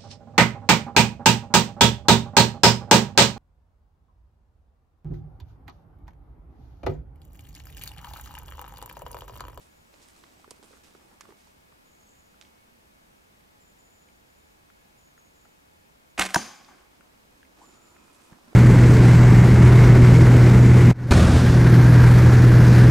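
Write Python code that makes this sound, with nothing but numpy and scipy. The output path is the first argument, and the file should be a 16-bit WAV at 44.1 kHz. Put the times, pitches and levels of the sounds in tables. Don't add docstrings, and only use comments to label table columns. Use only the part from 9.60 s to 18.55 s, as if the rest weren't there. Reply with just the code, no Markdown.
import sys
import numpy as np
from scipy import signal
from scipy.fft import rfft, irfft, next_fast_len
from scipy.io import wavfile
from scipy.ndimage import uniform_filter1d

SR = 44100
rng = np.random.default_rng(int(sys.argv[2]) if len(sys.argv) > 2 else 0)


def field_ratio(decibels):
    return 10 ** (np.asarray(decibels, dtype=float) / 20)


def file_out(sig):
    cols = np.atleast_2d(sig).T
    lim = np.clip(cols, -1, 1)
    pcm = np.round(lim * 32767).astype(np.int16)
    wavfile.write(sys.argv[1], SR, pcm)


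N = 394694
SHOT_S = 6.5

# [t/s, peak level/dB, brightness/dB]
SLAPS = [(6.5774, -26, -16), (6.5785, -24.5, -18.5), (6.5810, -22, -11.5), (6.582, -25.5, -19),
         (6.5894, -23, -8.5), (6.5940, -17, -8.5), (6.5948, -6, -7), (6.5963, -11.5, 4.5),
         (6.5990, -19.5, -8.5), (6.6015, -19.5, -14), (6.605, -23, -9), (6.6073, -16.5, -7),
         (6.6092, -16, 4), (6.611, -20, -5.5), (6.6136, -8.5, -11.5), (6.6176, -7, -16),
         (6.6205, -21, -10.5), (6.6214, -8, -11), (6.6233, -23, 4), (6.625, -16.5, 4), (6.6320, -15, -14),
         (6.644, -22.5, -22.5), (6.652, -25, -10), (6.653, -20, -9), (6.658, -23, -14), (6.661, -19, 0.5),
         (6.665, -17.5, -6.5), (6.6897, -24, -12.5), (6.698, -29, -1.5), (6.706, -25, -2)]
# [f/Hz, level/dB, t60/s]
BOW_MODES = [(823, -13.5, 0.11), (1045, -4, 0.06), (1187, -7.5, 0.067), (1540, -0.5, 0.043),
             (1800, -16, 0.076), (2157, -1.5, 0.035), (2490, -1, 0.043), (2716, -2, 0.025)]
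# [f/Hz, level/dB per Hz]
STRING_HISS = [(150, -20.5), (520, -18.5), (1100, -7), (2000, 3), (3000, -7), (4000, -6), (8500, -14.5),
               (11000, -26), (15500, -37.5)]
# [t/s, f/Hz]
SLAP_PITCH = [(6.581, 2290), (6.5945, 1630), (6.597, 2350), (6.609, 1700), (6.6134, 2500), (6.6175, 2600),
              (6.622, 2100), (6.66, 2500), (6.706, 1900)]


def string_slaps():
    out = np.zeros(SR)
    size = 6000
    for s, peak_db, bright_db in SLAPS:
        t60 = 0.019 if s < 6.68 else 0.012
        t, fade = dying(t60, size)
        grit = rng.standard_normal(size) * fade ** 2.7
        bright = resonate(resonate(grit, 8200, 3200), 7300, 6400)
        burst = rms_one(colour(rng.standard_normal(size), STRING_HISS)) * fade
        spike_hz = np.interp(s, *np.transpose(SLAP_PITCH))
        spike_window = np.sin(np.pi * np.minimum(spike_hz * t / 1.3, 1))
        spike = -np.sin(2 * np.pi * spike_hz * t) * spike_window
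        modes = np.zeros(size)
        for hz, db, ring_t60 in BOW_MODES:
            strength, sign = rng.standard_normal(2)
            ring = np.sin(2 * np.pi * hz * t) * dying(ring_t60, size)[1]
            modes += field_ratio(db + 0.98 * strength) * np.sign(sign) * ring
        slap = field_ratio(-12.5) * burst + field_ratio(bright_db) * bright + field_ratio(-18.5) * modes + field_ratio(-2) * spike
        add(out, s - SHOT_S, field_ratio(peak_db) * slap)
    return out


# [t/s, f/Hz, peak level/dB, t60/s]
LIMBS = [
    (6.577, 724, -32.5, .06),
    (6.590, 53, -34, 0.19),
    (6.597, 190, -32.5, 0.36),
    (6.589, 315, -23, 0.054),
    (6.597, 960, -25.5, 0.047),
    (6.6, 750, -34.5, 0.23),
]


def limb_swings():
    out = np.zeros(SR)
    size = SR // 2
    for s, hz, db, t60 in LIMBS:
        t, fade = dying(t60, size)
        level = field_ratio(db + 0.95 * drift(60)[:size])
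        add(out, s - SHOT_S, level * np.minimum(t / 0.0041, 1) * np.sin(2 * np.pi * hz * t) * fade)
    return out


def rest_squeak():
    out = np.zeros(SR)
    length_s, start_hz, end_hz = 0.01064, 1350, 3360
    way = np.arange(round(length_s * SR)) / SR / length_s
    hz = start_hz + (end_hz - start_hz) * way
    add(out, 6.5855 - SHOT_S, field_ratio(-25.5) * way ** 0.81 * np.sin(2 * np.pi * np.cumsum(hz) / SR))
    return out


# [t/s, level/dB]
FLIGHT = [
    (6.576, -61.5),
    (6.579, -44),
    (6.592, -30),
    (6.600, -28.5),
    (6.630, -34),
    (6.665, -38),
    (6.680, -46),
    (6.720, -47),
    (6.738, -48),
    (6.746, -66.5),
]
# [f/Hz, level/dB per Hz]
FLIGHT_HISS = [(130, -15.5), (310, -1.5), (520, -6.5), (760, 4.5), (920, -10), (1500, -7), (2500, -14),
               (4200, -12.5), (8400, -13.5), (10500, -20), (15400, -38)]


def torn_air():
    air = rms_one(colour(rng.standard_normal(SR), FLIGHT_HISS))
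    t = np.arange(N) / SR
    effort_db = np.interp(t, *np.transpose(FLIGHT), left=-110, right=-110)
    effort_db = uniform_filter1d(effort_db, size=200) + 2.5 * drift(150)
    return air * field_ratio(effort_db[round(SHOT_S * SR):][:SR])


def release():
    return string_slaps() + limb_swings() + rest_squeak() + torn_air()


# [t/s, peak level/dB, start f/Hz, end
# f/Hz, t60/s]
THUDS = [
    (6.7442, -10, 1780, 1565, 0.014),
    (6.7453, -18, 1034, 946, 0.05),
    (6.7458, -21.5, 691, 640, 0.039),
    (6.7611, -10.5, 1000, 955, 0.029),
    (6.7620, -12, 757, 690, 0.025),
    (6.764, -20.5, 392, 335, 0.051),
    (6.7619, -16.5, 183.3, 157, 0.037),
    (6.7745, -27, 850, 800, .025),
    (6.781, -27.5, 1890, 1800, 0.012),
         (6.7583, -6.5, 1620, 1520, 0.019),
]
# [f/Hz, peak level/dB, t60/s]
QUIVER = [(6170, -35.5, .11), (5350, -45.5, 0.56), (7040, -50, 0.28), (3945, -49, 0.5), (4720, -55.5, .6)]


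def thuds():
    out = np.zeros(SR)
    for s, peak_db, start_hz, end_hz, t60 in THUDS:
        t, fade = dying(t60, size=8000)
        hz = end_hz + (start_hz - end_hz) * np.exp(-t / 0.0023)
        tone = np.sin(2 * np.pi * np.cumsum(hz) / SR)
        add(out, s - SHOT_S, field_ratio(peak_db) * fade * np.minimum(t / 0.0007, 1) * tone)
    for hz, db, t60 in QUIVER:
        t, fade = dying(t60, size=12000)
        wobble = field_ratio(2.7 * drift(54)[:12000])
        tone = np.sin(2 * np.pi * hz * t)
        add(out, 6.774 - SHOT_S, field_ratio(db) * wobble * fade * np.minimum(t / 0.0037, 1) * tone)
    return out


# [t/s, peak level/dB, t60/s]
CRACKS = [
    (6.74, -29.5, 0.025),
    (6.743, -20, .01),
    (6.7443, -10, 0.015),
    (6.747, -17.5, .012),
    (6.7510, -23, 0.03),
    (6.757, -18.5, 0.015),
    (6.7597, -12.5, 0.013),
]


def cracks():
    out = np.zeros(SR)
    for s, peak_db, t60 in CRACKS:
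        add(out, s - SHOT_S, field_ratio(peak_db) * rng.standard_normal(4000) * dying(t60)[1])
    return out


# [f/Hz, width/Hz, level/dB]
SHAFT = [(2694, 120, -5.5), (3600, 89, -17), (3890, 110, -12), (4700, 90, -2), (5290, 110, -0.5),
         (6180, 130, 2), (7040, 140, -1), (7750, 140, -9.5), (8550, 400, -11.5), (9800, 403, -12),
         (10500, 270, -8)]


def shaft(crack):
    out = 0
    for k, (hz, width_hz, db) in enumerate(SHAFT):
        out = out + field_ratio(db) * (-1) ** k * resonate(crack, hz, 1.9 * width_hz)
    return out


# [f/Hz, level/dB per Hz]
BLOW = [(100, 0), (230, 9.5), (500, -6), (800, 3), (1500, -3), (3000, -8.5), (6000, -9), (8500, -22.5),
        (11500, -34), (15000, -45)]


def scattered(hz):
    power = field_ratio(at_hz(BLOW, hz)) ** 2
    for peak_hz, width_hz, db in SHAFT:
        power = power + field_ratio(db + 0.5) ** 2 / (1 + (2 * (hz - peak_hz) / width_hz) ** 2)
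    return np.sqrt(power)


def far_blow():
    blow = np.zeros(SR)
    blow[round((6.759 - SHOT_S) * SR)] = 1
    late = np.roll(blow, round(0.32 * SR))
    blow += field_ratio(-17) * resonate(late, 900, 1500)
    return spectral(blow, scattered)


def impact():
    crack = cracks()
    tear = bandpass(crack, 400, 5000, order=1)
    return thuds() + field_ratio(-5) * tear + field_ratio(4) * shaft(crack)


# [f/Hz, t60/s]
WOOD_T60 = [(100, 0.35), (400, 0.48), (1000, 0.69), (2500, 0.72), (6000, 0.61), (10000, 0.53),
            (15000, 0.62)]


def trunks(x):
    white = rng.standard_normal((2, SR))
    t = np.arange(SR) / SR
    edges = 60 * 2 ** np.arange(0, 8.1, .5)
    tail = 0
    for low_hz, high_hz in zip(edges, edges[1:]):
        t60 = at_hz(WOOD_T60, np.sqrt(low_hz * high_hz))
        tail = tail + bandpass(white, low_hz, high_hz) * dying(t60, size=SR)[1]
    mid, side = tail * np.minimum(t / 0.0053, 1) / np.sqrt(SR * 0.053)
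    echoes = np.array([mid + 0.436 * side, mid - 0.2 * side])
    return signal.fftconvolve(x[None], echoes, axes=1)


def click(hz, bright_db, top_hz, t60, attack_s):
    t, fade = dying(t60)
    white = rng.standard_normal(4000)
    knock = np.sin(2 * np.pi * hz * t) * fade * np.minimum(t / attack_s, 1)
    knock += field_ratio(5.5) * resonate(white * fade, hz * 1.28, 650)
    sharp = white * (field_ratio(-17.5) * dying(t60 * 6.2)[1] + dying(0.0027)[1])
    spit = field_ratio(bright_db + 9.5) * bandpass(sharp, 1800, top_hz, order=3)
    return field_ratio(-1.5) * (knock + spit)


# [t/s, peak level/dB, body f/Hz, left-right level/dB]
KNOCKS = [(.340, -53, 900, -2), (.796, -51, 750, 4), (0.8434, -40, 1170, -5), (.847, -45, 900, -4),
          (.877, -53, 1500, -4), (.887, -54, 1490, -4), (1.13, -48.5, 1240, -2), (1.170, -50.5, 1170, -3),
          (1.3495, -45, 1290, -1), (1.353, -48, 800, -1), (1.032, -50, 1200, -2), (1.137, -49, 1100, -2),
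          (1.513, -51, 760, -8), (1.6204, -52, 1720, -6), (1.654, -44, 1140, -4), (1.656, -57, 800, -4),
          (1.691, -48, 1060, -5), (1.706, -45, 1120, -2), (1.723, -46, 910, -4), (2.124, -50.5, 1080, -3),
          (2.743, -54, 1400, -2), (2.816, -56, 750, -8), (3.807, -56, 2220, 0), (4.487, -50, 2230, -3),
          (5.101, -50, 1380, 3), (5.578, -47.5, 1400, 2), (5.852, -46, 1370, 4), (5.855, -49.5, 650, 2),
          (7.4085, -45.5, 1410, 4), (7.830, -44, 1620, 0), (7.850, -52, 2100, 1), (8.364, -47, 1440, -1),
          (8.367, -53, 1950, -1), (8.48, -50, 980, -1), (8.698, -49, 900, 3), (8.727, -49, 1610, -3),
          (8.731, -48, 1200, 1), (8.785, -48.5, 850, -5), (8.88, -49, 810, 2), (8.930, -41.5, 780, -4)]


def shell_knocks():
    out = np.zeros((2, N))
    for s, peak_db, hz, lean_db in KNOCKS:
        knock = click(hz, bright_db=-36, top_hz=4500, t60=0.018, attack_s=0.00057)
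        add(out, s, pan(field_ratio(peak_db) * knock, lean_db))
    return out


# [t/s, peak level/dB, body f/Hz, brightness/dB, top f/Hz]
SNAPS = [(.341, -55.5, 2000, 5, 4800), (.486, -60, 3000, 9, 11000), (.638, -41.5, 1170, -4, 4400),
         (.641, -45.5, 2000, -8, 4600), (0.9081, -42.5, 1090, 4.5, 9800), (0.9112, -39, 1040, 0.5, 8800),
         (.9152, -47, 900, -12, 12000), (1.028, -43, 900, -3.5, 7000), (1.043, -48, 900, -5, 7000),
         (1.6087, -34.5, 1100, -2, 9250), (1.6123, -41, 1630, -9, 8900), (1.873, -47, 920, -12, 8000),
         (2.813, -45.5, 1440, 5, 6940), (2.824, -53, 3880, 5, 6500), (2.850, -52, 3300, -1, 5000),
         (7.047, -53, 3500, 3, 6500), (8.548, -59, 3500, 0.5, 10020), (8.786, -62, 4000, 3, 7000)]


def bright_snaps():
    out = np.zeros((2, N))
    for s, peak_db, hz, bright_db, top_hz in SNAPS:
        snap = click(hz, bright_db, top_hz, t60=0.01, attack_s=.00023)
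        add(out, s, pan(field_ratio(peak_db) * snap, -7))
    return out


# [t/s, peak level/dB, f/Hz, t60/s]
THUMPS = [(0.339, -55, 565, 0.046), (0.638, -49.5, 340, 0.034), (0.8789, -40.5, 402, 0.021),
          (0.910, -44, 396, 0.017), (0.9147, -35, 460, 0.01), (0.994, -51, 400, .04),
          (1.029, -47, 394, 0.034), (1.108, -50, 486, 0.051), (1.136, -47, 426, 0.018),
          (1.3505, -42.5, 370, 0.028), (1.039, -46, 455, .025), (1.69, -46.5, 407, 0.077),
          (1.71, -49, 320, 0.035), (1.723, -47.5, 426, 0.035), (8.7238, -35, 169, 0.024),
          (8.749, -47, 248, .03), (8.879, -48, 234, 0.14), (8.929, -45, 431, 0.03)]


def finger_thumps():
    out = np.zeros((2, N))
    for s, peak_db, hz, t60 in THUMPS:
        t, fade = dying(t60)
        thump = np.minimum(t * hz / 0.26, 1) * np.sin(2 * np.pi * hz * t) * fade
        add(out, s, pan(field_ratio(peak_db) * thump, -3.5))
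    return out


# [f/Hz, left lead/rad]
PORTS = [(60, -0.77), (340, 0.74), (950, -0.87), (2000, -0.51), (4600, -0.45), (9000, -0.35), (15000, 0.19)]


def from_right(x):
    half_turn = 0.5j * np.array([[1], [-1]])
    return spectral(x, lambda hz: np.exp(half_turn * at_hz(PORTS, hz)))


# [t/s, hold/s, dull level/dB, crisp level/dB, dry top
# level/dB]
MOVES = [(0.0, 0.037, -73.5, -68, -72), (0.324, 0.49, -71.5, -70, -84), (0.414, 0.021, -83, -66, -75),
         (0.473, 0.016, -77, -73, -70), (0.555, 0.062, -85, -67.5, -78), (0.914, 0.063, -68.5, -70.5, -78),
         (1.025, 0.02, -65, -63, -66.5), (1.074, 0.1, -69, -67.5, -76), (1.23, 0.02, -68, -60.5, -78),
         (1.257, 0.017, -68, -63, -74), (1.334, 0.21, -70.5, -74.5, -79), (1.626, 0.017, -65.5, -70, -76),
         (1.68, 0.023, -63.5, -71, -80), (1.764, 0.12, -81, -70, -80), (6.996, 0.21, -67.5, -72.5, -91),
         (2.814, 0.03, -69, -72, -86), (7.98, 0.96, -69, -72.5, -80), (8.444, 0.047, -80, -77, -79),
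         (8.525, 0.022, -81, -70, -70), (8.604, 0.038, -83, -69, -69.5), (8.708, 0.028, -65, -82, -85),
         (8.877, 0.077, -66, -72, -85),
         (7.3, 0.66, -73, -77, -88),
    (7.96, .2, -70, -72, -82),
]


def rustle():
    power = np.zeros((3, N))
    for s, hold_s, *levels_db in MOVES:
        shape = swell(hold_s, attack_s=0.0061, t60=0.34)[1]
        add(power, s, (field_ratio(levels_db)[:, None] * shape) ** 2)
    rub = power[0] * field_ratio(1) ** 2
    power = np.vstack([power, rub])
    # low Hz, high Hz, grains per second
    bands = [(398, 1440, 4000), (2030, 7800, 5000), (7000, 10300, 5000), (203, 366, 2500)]
    out = 0
    for part_power, (low_hz, high_hz, per_s) in zip(power, bands):
        sizes = field_ratio(4.1 * np.minimum(rng.exponential(1, (2, N)), 5))
        sizes *= rng.choice([-1, 1], (2, N))
        chance = per_s * field_ratio(2.5 * drift(30)) / SR
        grains = sizes * (rng.random((2, N)) < chance)
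        mid, side = rms_one(bandpass(grains + 1e-18, low_hz, high_hz))
        out = out + np.sqrt(part_power) * np.array([mid + 0.05 * side, mid - 1.34 * side])
    return out


# [t/s, hold/s, start f/Hz, end f/Hz, level/dB]
ZOOM = [
    (7.98, .05, 628, 900, -61),
    (8.0, 0.024, 745, 1314, -51.5),
    (8.06, 0.63, 1270, 1284, -69.5),
    (8.3, 0.51, 987, 1008, -69),
    (8.34, 0.34, 2500, 2490, -71.5),
]


def zoom():
    return wheeze(ZOOM, blur_hz=80, slide_s=lambda hold_s: 0.044)


# [t/s, hold/s, start f/Hz, end f/Hz, level/dB]
NOTES = [(0.088, 0.22, 7040, 6850, -73.5), (.32, .16, 7000, 7100, -75), (.25, .2, 7950, 7900, -76),
         (.56, 0.17, 7750, 7700, -75), (.72, .12, 7850, 7950, -75), (.84, .05, 8150, 8150, -79),
         (2.24, 0.24, 7050, 6450, -70), (2.3, 0.13, 7300, 7280, -72), (2.35, 0.13, 7040, 6900, -76),
         (2.48, 0.12, 7350, 7150, -68), (2.477, 0.22, 6760, 6820, -70), (2.45, .08, 7960, 7900, -75),
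         (3.39, .08, 6900, 6700, -80), (3.56, .1, 6960, 6800, -78), (3.995, 0.11, 7340, 7040, -66),
         (4.177, 0.15, 7220, 6960, -67), (4.32, .03, 7340, 7260, -67), (4.35, 0.12, 7020, 6950, -69.5),
         (4.5, 0.15, 6980, 7000, -77), (4.69, 0.27, 7050, 6980, -75.5), (5.1, .2, 7050, 6950, -77),
         (5.37, 0.1, 7100, 6740, -67.5), (5.57, 0.11, 6700, 6720, -69.5), (5.74, 0.18, 6670, 6870, -74),
         (5.72, 0.2, 7450, 7240, -77), (5.96, .44, 7160, 7190, -80), (6.48, 0.043, 6720, 6800, -73),
         (8.02, 0.14, 7340, 6980, -62), (8.2, 0.21, 7200, 7050, -68)]


def birds():
    return wheeze(NOTES, blur_hz=70, slide_s=lambda hold_s: .45 * hold_s)


def wheeze(rows, blur_hz, slide_s):
    out = np.zeros(N)
    low = signal.butter(2, blur_hz, fs=SR, output="sos")
    blur = rms_one(signal.sosfilt(low, rng.standard_normal((2, N + SR))))
    for s, hold_s, start_hz, end_hz, db in rows:
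        t, shape = swell(hold_s, attack_s=.015, t60=.5)
        hz = end_hz + (start_hz - end_hz) * np.exp(-t / slide_s(hold_s))
        phase = 2 * np.pi * np.cumsum(hz) / SR
        a, b = blur[:, round(s * SR):][:, :len(t)]
        tone = a * np.cos(phase) + b * np.sin(phase)
        add(out, s, field_ratio(db - 4 * t / hold_s) * shape * tone)
    return out


# [f/Hz, peak level/dB]
MOTOR = [(839.8, -80), (909.8, -83), (1685, -84), (2210, -81), (2525, -82), (5050, -90)]


def motor_hum():
    t = np.arange(N) / SR
    hum = np.zeros(N)
    for hz, db in MOTOR:
        hum += field_ratio(db + 3 * drift(14)) * np.sin(2 * np.pi * hz * t + 1.5 * drift(20))
    return hum


# [f/Hz, level/dB per Hz]
HISS_SPECTRUM = [(20, -95), (40, -88.5), (65, -86.5), (110, -92.5), (200, -91), (400, -97), (650, -98.5),
                 (800, -100.7), (1400, -103.8), (2300, -105.2), (4000, -108), (7000, -109.5), (11000, -112),
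        (16000, -112)]
# [f/Hz, correlation]
LIKENESS = [(60, 0.92), (150, 0.74), (380, -0.45), (950, -0.74), (2380, -0.58), (5980, 0.16), (15000, 0.9)]
# [f/Hz, left-right level/dB]
LEAN = [(60, 0), (240, -5), (950, 2.5), (3770, -0.5), (15000, 0.5)]


def side_gain(hz):
    alike = np.clip(at_hz(LIKENESS, hz), -.95, .99)
    return np.sqrt((1 - alike) / (1 + alike))


def leaf_hiss():
    mid, side = colour(rng.standard_normal((2, N)), HISS_SPECTRUM) * np.sqrt(SR / 2)
    side = spectral(side, side_gain)
    sides = np.array([[1], [-1]])
    hiss = spectral(np.array([mid + side, mid - side]), lambda hz: field_ratio(at_hz(LEAN, hz) / 2 * sides))
    return field_ratio(0.074 * drift(0.81)) * hiss


def rms_one(x):
    return x / np.sqrt(np.mean(x ** 2) + 1e-30)


def at_hz(points, hz):
    table_hz, values = np.transpose(points)
    return np.interp(np.log(np.maximum(hz, 1)), np.log(table_hz), values)


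def drift(rate):
    steps = rng.standard_normal(4000)
    return rms_one(np.interp(np.arange(N) / SR * rate, np.arange(4000), steps))


def spectral(x, gains):
    size = next_fast_len(x.shape[-1])
    hz = np.arange(size // 2 + 1) * SR / size
    return irfft(rfft(x, size) * gains(hz), size)[..., :x.shape[-1]]


def colour(x, spectrum):
    return spectral(x, lambda hz: field_ratio(at_hz(spectrum, hz)))


def bandpass(x, low_hz, high_hz, order=2):
    return signal.sosfilt(signal.butter(order, [low_hz, high_hz], "band", fs=SR, output="sos"), x)


def resonate(x, hz, width_hz):
    r = np.exp(-np.pi * width_hz / SR)
    top = np.array([1, 0, -1]) * (1 - r * r) / 2
    return signal.lfilter(top, [1, -2 * r * np.cos(2 * np.pi * hz / SR), r * r], x + 1e-18)


def dying(t60, size=4000):
    t = np.arange(size) / SR
    return t, np.exp(-np.log(1000) * t / t60)


def swell(hold_s, attack_s, t60):
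    t = np.arange(round((hold_s + .3) * SR)) / SR
    return t, np.minimum(t / attack_s, 1) * field_ratio(-60 * np.maximum(t - hold_s, 0) / t60)


def add(out, s, piece):
    i = round(s * SR)
    out[..., i:i + piece.shape[-1]] += piece[..., :N - i]


def pan(x, lean_db):
    return np.array([x * field_ratio(lean_db / 2), x * field_ratio(-lean_db / 2)])


def scene():
    bow, hit, far = release(), impact(), far_blow()
    near = shell_knocks() + bright_snaps() + finger_thumps()
    add(near, SHOT_S, pan(bow, -2.0) + pan(hit, -0.405))
    wood = rustle() + leaf_hiss() + motor_hum()
    add(wood, SHOT_S, trunks(field_ratio(-8) * bow + field_ratio(-33) * hit + field_ratio(16.5) * far))
    return from_right(near) + wood + birds() + zoom()


def top_cut(x):
    return signal.sosfilt(signal.butter(12, 16500, fs=SR, output="sos"), x)


def record(dry):
    low_pass = signal.cheby2(8, 60, 17300, fs=SR, output="sos")
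    mix = signal.sosfilt(low_pass, dry)
    return top_cut(mix)


dry = scene()
out = record(dry)
file_out(out)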